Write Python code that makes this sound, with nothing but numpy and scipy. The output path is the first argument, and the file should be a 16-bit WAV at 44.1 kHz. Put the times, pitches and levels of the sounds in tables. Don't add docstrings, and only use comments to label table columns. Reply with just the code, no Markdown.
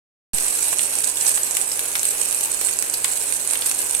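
import sys
import numpy as np
from scipy import signal
from scipy.fft import rfft, irfft
from scipy.io import wavfile
from scipy.ndimage import map_coordinates

SR = 44100
rng = np.random.default_rng(int(sys.argv[2]) if len(sys.argv) > 2 else 0)


def store_pcm(level_fs):
    pcm = np.round(np.clip(level_fs, -1, 1) * 32767).astype(np.int16)
    wavfile.write(sys.argv[1], SR, np.atleast_2d(pcm).T)


N = 176400

FIZZ_PER_S, FIZZ_SPREAD_DB = 5000, 4.5
CLICK_S = 0.0011


def amp(db):
    return 10 ** (np.asarray(db) / 20)


def unit(x):
    return x / np.sqrt(np.mean(x ** 2) + 1e-20)


def along(points, hz, column=1):
    rows = np.array(points)
    return np.interp(np.log(hz + 1), np.log(rows[:, 0] + 1), rows[:, column])


def ears(balance_db):
    gains = np.array([[amp(balance_db)], [1]])
    return gains / np.linalg.norm(gains)


def wobble(per_s):
    knots = rng.standard_normal(int(N * per_s / SR) + 4)
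    return map_coordinates(knots, [np.arange(N) * per_s / SR])


def coloured(x, gain_db):
    size = 4096
    cepstrum = irfft(np.log(amp(gain_db(np.fft.rfftfreq(size, 1 / SR)))))
    cepstrum[1:size // 2] *= 2
    cepstrum[size // 2 + 1:] = 0
    response = irfft(np.exp(rfft(cepstrum)))
    return signal.fftconvolve(x, response / np.linalg.norm(response))[:len(x)]


def add(track, s, sound):
    part = track[:, max(0, round(s * SR)):][:, :sound.shape[1]]
    part += sound[:, :part.shape[1]]


def ports(pair):
    # f/Hz, left/dB, right/dB
    response = [(407, -8.5, 0.7), (930, 1.5, 7), (1250, -8.5, -3.5), (1600, 0.2, 4.5), (2130, -3.5, -10),
                (2480, 4.5, 2.5), (3360, -1.5, -2.5), (4320, 1, 3.5), (4700, -2.5, -0.5), (5760, -4, 4.5),
                (7430, -1.5, 8.5), (8150, 1.5, 17.5), (8820, 6, 16), (10000, 6, 10), (11400, 10, 9),
                (12700, 4.5, -15), (14060, -4.5, -2.5), (15200, -7.5, -10)]
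    tilt = [(40, -24.5), (500, -6), (2500, -1.5), (6000, 1)]
    return np.array([unit(coloured(x, lambda hz: along(response, hz, column) + along(tilt, hz)))
                     for column, x in enumerate(pair, start=1)])


def cooktop():
    # f/Hz, relative level/dB
    fan = [(20, -0.5), (45, -10), (75, -10), (125, -9), (170, -4.5), (300, -6), (390, 4), (600, -4.5),
           (1200, -8), (3000, -8), (9000, -53)]
    # f/Hz, left/dB, right/dB
    hum = [(99.4, -59, -59.5), (276.7, -51, -70.5), (479, -60.5, -51), (561, -59, -55.5), (619, -56, -57.5),
           (781, -60, -78), (1220, -78, -71), (1602, -58.5, -58.5)]
    fan_db, width = -45, 0.26
    t = np.arange(N) / SR
    mid, side = (unit(coloured(x, lambda hz: along(fan, hz))) for x in rng.standard_normal((2, N)))
    out = amp(fan_db) * np.array([mid + width * side, mid - width * side])
    for hz, left_db, right_db in hum:
        waver_rad = 0.85 * hz / 400 * wobble(per_s=14)
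        out += np.sqrt(2) * amp([[left_db], [right_db]]) * np.sin(2 * np.pi * hz * t + waver_rad)
    return out


def echoes(x, t60_points, patterns):
    out = np.zeros((2, N))
    for piece in np.array_split(np.arange(N), patterns):
        hz, t, noise = signal.stft(rng.standard_normal((2, SR // 3)), SR, nperseg=128)
        decay = amp(-60 * t / along(t60_points, hz)[:, None])
        tail = signal.istft(noise * decay, SR, nperseg=128)[1]
        add(out, piece[0] / SR, signal.fftconvolve(x[:, piece], tail / np.linalg.norm(tail[0]), axes=1))
    return out


def bursts(per_s, spread_db):
    left_lag_s, lag_spread_s, balance_spread_db = 0.00026, 0.00012, 1.5
    size, delay, balance, polarity = rng.standard_normal((int(per_s * N / SR), 4)).T
    onset = rng.uniform(0, N, len(size))
    lag = SR * (left_lag_s + lag_spread_s * delay)
    height = amp(spread_db * np.minimum(size, 2.25)) * np.sign(polarity)
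    lean = amp(balance_spread_db * balance / 2)
    left = np.bincount((onset + lag).astype(int) % N, height * lean, N)
    right = np.bincount(onset.astype(int) % N, height / lean, N)
    return unit(np.array([left, right]))


def boil_db(column):
    # t/s, relative sizzle level/dB, relative bubbling level/dB
    strength = [(0.36, -20.5, -36.5), (0.48, -21, -36.5), (0.68, -19.5, -40.5), (0.76, -21.5, -44),
                (0.83, -18.5, -42), (0.89, -24.5, -36.5), (0.97, -18.5, -39.5), (1.04, -23, -39.5),
                (1.09, -21, -40), (1.16, -23, -42), (1.24, -18.5, -34.5), (1.28, -18, -34),
                (1.32, -22, -39), (1.36, -19.5, -40.5), (1.4, -27, -36.5), (1.47, -20.5, -39.5),
                (1.62, -23.5, -38), (1.82, -24, -38), (1.86, -22, -37), (2.015, -25, -42),
                (2.045, -20, -44), (2.16, -24, -35.5), (2.22, -21, -38.5), (2.32, -20.5, -39.5),
                (2.46, -23.5, -38), (2.68, -22.5, -39), (2.9, -24.5, -38.5), (3.12, -24, -37.5),
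                (3.18, -20.5, -43), (3.27, -24, -38.5), (3.34, -22, -38), (3.44, -25, -42.5),
                (3.52, -20.5, -34), (3.58, -24.8, -40), (3.68, -20, -40), (3.76, -23.5, -43),
                (3.83, -21.5, -38), (4.0, -22.5, -42.5)]
    rows = np.array(strength)
    return np.interp(np.arange(N) / SR, rows[:, 0], rows[:, column])


def bubbling():
    # f/Hz, relative level/dB
    spectrum = [(100, -32), (250, -15), (400, -4), (700, -3.5), (1100, -1.5), (1650, -4.5), (2600, -1.5),
                (4500, -33.5), (9000, -29)]
    impulses = bursts(per_s=1500, spread_db=4.5)
    pair = np.array([coloured(x, lambda hz: along(spectrum, hz)) for x in impulses])
    return unit(pair) * amp(boil_db(column=2) - 3.5)


def spits():
    # t/s, relative level/dB, f/Hz, width/octaves, balance/dB
    puffs = [(0.384, -26.5, 3560, 0.68, -6), (0.7283, -24, 955, 1.1, -2), (0.7931, -24, 3000, 0.43, -3),
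             (1.0404, -26, 4900, 0.23, -8), (1.1712, -28, 3280, 0.22, -4), (1.211, -24, 6000, 0.46, -8),
             (1.269, -29, 5000, 0.63, 0), (1.3753, -26.5, 2100, 1, -2), (1.5688, -25.5, 2820, 0.44, 1),
             (1.7158, -24.5, 5430, 0.21, 1), (1.7925, -30, 2770, 0.63, 7), (1.9541, -20, 3000, 1.2, 0),
             (2.6127, -29.5, 1680, 1.3, -8), (2.6855, -27, 2340, 0.55, 1), (2.8255, -29, 2660, 1.9, -4),
             (2.9418, -22.5, 4700, 0.16, 0), (3.0464, -20.5, 2600, 0.74, 8), (3.3241, -29.5, 4500, 1, -7),
             (3.5, -29, 5000, 0.7, -5), (3.5341, -28.5, 2170, 1.2, 2), (3.554, -24, 2730, 0.28, 2),
             (3.621, -24.5, 3300, 0.48, -1), (3.66, -35, 2500, 1.5, 0), (3.7131, -27.5, 2000, 0.99, 4),
             (3.946, -28, 3140, 0.39, 5)]
    splash = [(60, 2), (220, -2), (3500, 4), (12000, 3.5)]
    t60_s, energy_s, splash_db, gain_db = 0.022, 0.006, -17.5, 3
    out, t = np.zeros((2, N)), np.arange(SR // 10) / SR
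    for s, db, pitch_hz, octaves, balance_db in puffs:
        def shape_db(hz):
            peak = np.exp(-(np.log2((hz + 1) / pitch_hz) / octaves) ** 2 / 2)
            cavity = peak * np.sqrt(pitch_hz / (hz + pitch_hz / 10))
            return 20 * np.log10(cavity + amp(splash_db + along(splash, hz)))
        steam = rng.standard_normal((2, len(t))) * amp(-60 * t / t60_s)
        puff = np.array([unit(coloured(x, shape_db)) for x in steam])
        add(out, s, amp(db + gain_db) * np.sqrt(energy_s / t[-1]) * ears(balance_db) * puff)
    return out


def snaps():
    # t/s, relative level/dB, balance/dB, spray level/dB
    blisters = [(1.278, -8, 1, -26), (1.2929, -9.5, -3, -41), (1.3738, -9, -8, -23.5),
                (1.5691, -4.5, 1, -40), (1.7933, -6, 0, -29), (1.9537, -11.5, -8, -24),
                (2.0315, -6, -1, -29), (2.0535, -8.5, -3, -35), (2.1082, -10, 5, -33),
                (2.4096, -7.5, -1, -33), (2.4484, -12, -1, -26.5), (2.613, -7.5, -6, -32),
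                (2.8245, -5.5, -5, -30), (2.9396, -5, -6, -31), (3.0448, -5.5, -6, -23.5),
                (3.6603, -6.5, 1, -29), (3.8047, -10.5, 8, -31)]
    # f/Hz, relative level/dB
    skin = [(1500, -2.5), (4000, -2.5), (6500, 4.5), (8400, 1.5), (11000, 2), (15000, 0)]
    rattle_t60_s, spray_t60_s, rattle_db, gain_db = 0.0075, 0.37, 2.5, -2.5
    out, spray_envelope = np.zeros((2, 2, N))
    t = np.arange(SR // 4) / SR
    for s, db, balance_db, spray_db in blisters:
        tear = rng.standard_normal((2, len(t))) * amp(-60 * t / rattle_t60_s)
        tear *= amp(rattle_db) / np.linalg.norm(tear[0])
        tear[:, 0] += 1
        snap = ports([coloured(x, lambda hz: along(skin, hz)) for x in tear])
        add(out, s, amp(db + gain_db) * np.sqrt(CLICK_S / t[-1]) * ears(balance_db) * snap)
        add(spray_envelope, s, amp(spray_db - 60 * t / spray_t60_s) * ears(balance_db=5.5))
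    return out + spray_envelope * ports(bursts(FIZZ_PER_S, FIZZ_SPREAD_DB))


def ring(pitch_hz):
    rise_s, t60_s = 0.00024, 0.0013
    t = np.arange(SR // 100) / SR
    x = np.sin(2 * np.pi * pitch_hz * t) * (1 - np.exp(-t / rise_s)) * amp(-60 * t / t60_s)
    x[0] += 0.59
    return x / np.linalg.norm(x)


def cracks():
    # t/s, relative level/dB, f/Hz
    bubbles = [(0.3464, -7.5, 8900), (0.384, -8, 8100), (0.4829, -8, 9050), (0.4879, -13, 9000),
               (0.5927, -11.5, 8500), (0.628, -11.5, 8500), (0.63, -9, 7940), (0.786, -6, 8740),
               (0.7927, -6.5, 9000), (0.858, -10.5, 8600), (0.9383, -10, 8900), (0.954, -8, 8250),
               (0.988, -7.5, 8300), (1.0444, -7, 7700), (1.0747, -10, 8400), (1.1714, -9.5, 8900),
               (1.2108, -8.5, 8700), (1.266, -11, 6960), (1.2684, -7.5, 8200), (1.2817, -13, 8050),
               (1.289, -18, 8400), (1.3157, -9.5, 9200), (1.3526, -9, 8400), (1.3573, -9.5, 9400),
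               (1.433, -8, 7860), (1.5105, -5, 8160), (1.615, -6.5, 8550), (1.9946, -9.5, 7400),
               (2.0895, -9, 8840), (2.2149, -6, 8400), (2.2165, -7.5, 8500), (2.3103, -8, 9200),
               (2.3473, -7, 8600), (2.4392, -9, 8600), (2.5178, -9, 8600), (2.5453, -8, 8600),
               (2.6488, -7, 8670), (2.6715, -6.5, 8600), (2.7893, -3, 8200), (2.8993, -6.5, 8700),
               (3.0438, -6, 8000), (3.081, -12.5, 8500), (3.207, -11.5, 8400), (3.3243, -5.5, 9000),
               (3.4753, -6, 9450), (3.51, -7, 8160), (3.5347, -8, 8060), (3.6644, -5, 8450),
               (3.6657, -11.5, 8000), (3.7144, -9, 7300), (3.79, -7, 8700), (3.9103, -7.5, 8500),
               (3.9498, -4.5, 9400)]
    out = np.zeros((2, N))
    for s, db, pitch_hz in bubbles:
        crack = ports([ring(pitch_hz)] * 2)
        gain = amp(db - 1) * np.sqrt(CLICK_S * SR / crack.shape[1])
        add(out, s, gain * ears(balance_db=-18.5) * crack)
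    return out


def sizzle():
    ticks_per_s, centre_hz, range_octaves, flutter_db = 340, 8860, 0.33, 1.5
    pitches = centre_hz * 2 ** (range_octaves * np.linspace(-1, 1, 7))
    rings = np.zeros((2, N))
    for hz in pitches:
        impulses = bursts(ticks_per_s / len(pitches), spread_db=1.9)
        rings += signal.fftconvolve(impulses, ring(hz)[None], axes=1)[:, :N]
    ticks = amp(-3) * ears(balance_db=-10) * ports(rings)
    fizz = amp(-1.93) * ears(balance_db=-4.5) * ports(bursts(FIZZ_PER_S, FIZZ_SPREAD_DB))
    return (fizz + ticks) * amp(boil_db(column=1) + flutter_db * wobble(per_s=120))


def scene():
    # f/Hz, T60/s
    kitchen_t60 = [(200, 0.28), (2000, 0.31), (8000, 0.24), (16000, 0.11)]
    pan_t60 = [(1000, 0.026)]
    clicks = sizzle() + cracks() + snaps()
    oil = clicks + amp(-5) * echoes(clicks, pan_t60, patterns=130) + bubbling() + spits()
    return oil + amp(-8.5) * echoes(oil, kitchen_t60, patterns=16) + cooktop()


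def record(dry):
    on_s, rise_s, settle_s, top_hz = 0.3336, 0.004, 0.048, 15900
    start_hz, end_hz, glide_s, thud_t60_s = 283, 122, 0.01, 0.076
    t = np.maximum(np.arange(N) / SR - on_s, 0)
    rise = 1 - np.exp(-(t / rise_s) ** 2)
    glide_hz = end_hz + (start_hz - end_hz) * np.exp(-t / glide_s)
    thud = amp(-22 - 60 * t / thud_t60_s) * np.sin(2 * np.pi * np.cumsum(glide_hz * (t > 0)) / SR)
    offset = amp(-20.5) * np.exp(-t / settle_s)
    thump = rise * (thud - offset) * ears(balance_db=-9)
    live = np.clip(dry * (t > 0) + thump, -1, 1)
    lowpass = signal.firwin(301, top_hz, fs=SR, window="blackman")
    return signal.fftconvolve(live, lowpass[None], "same", axes=1)


dry = scene()
out = record(dry)
store_pcm(out)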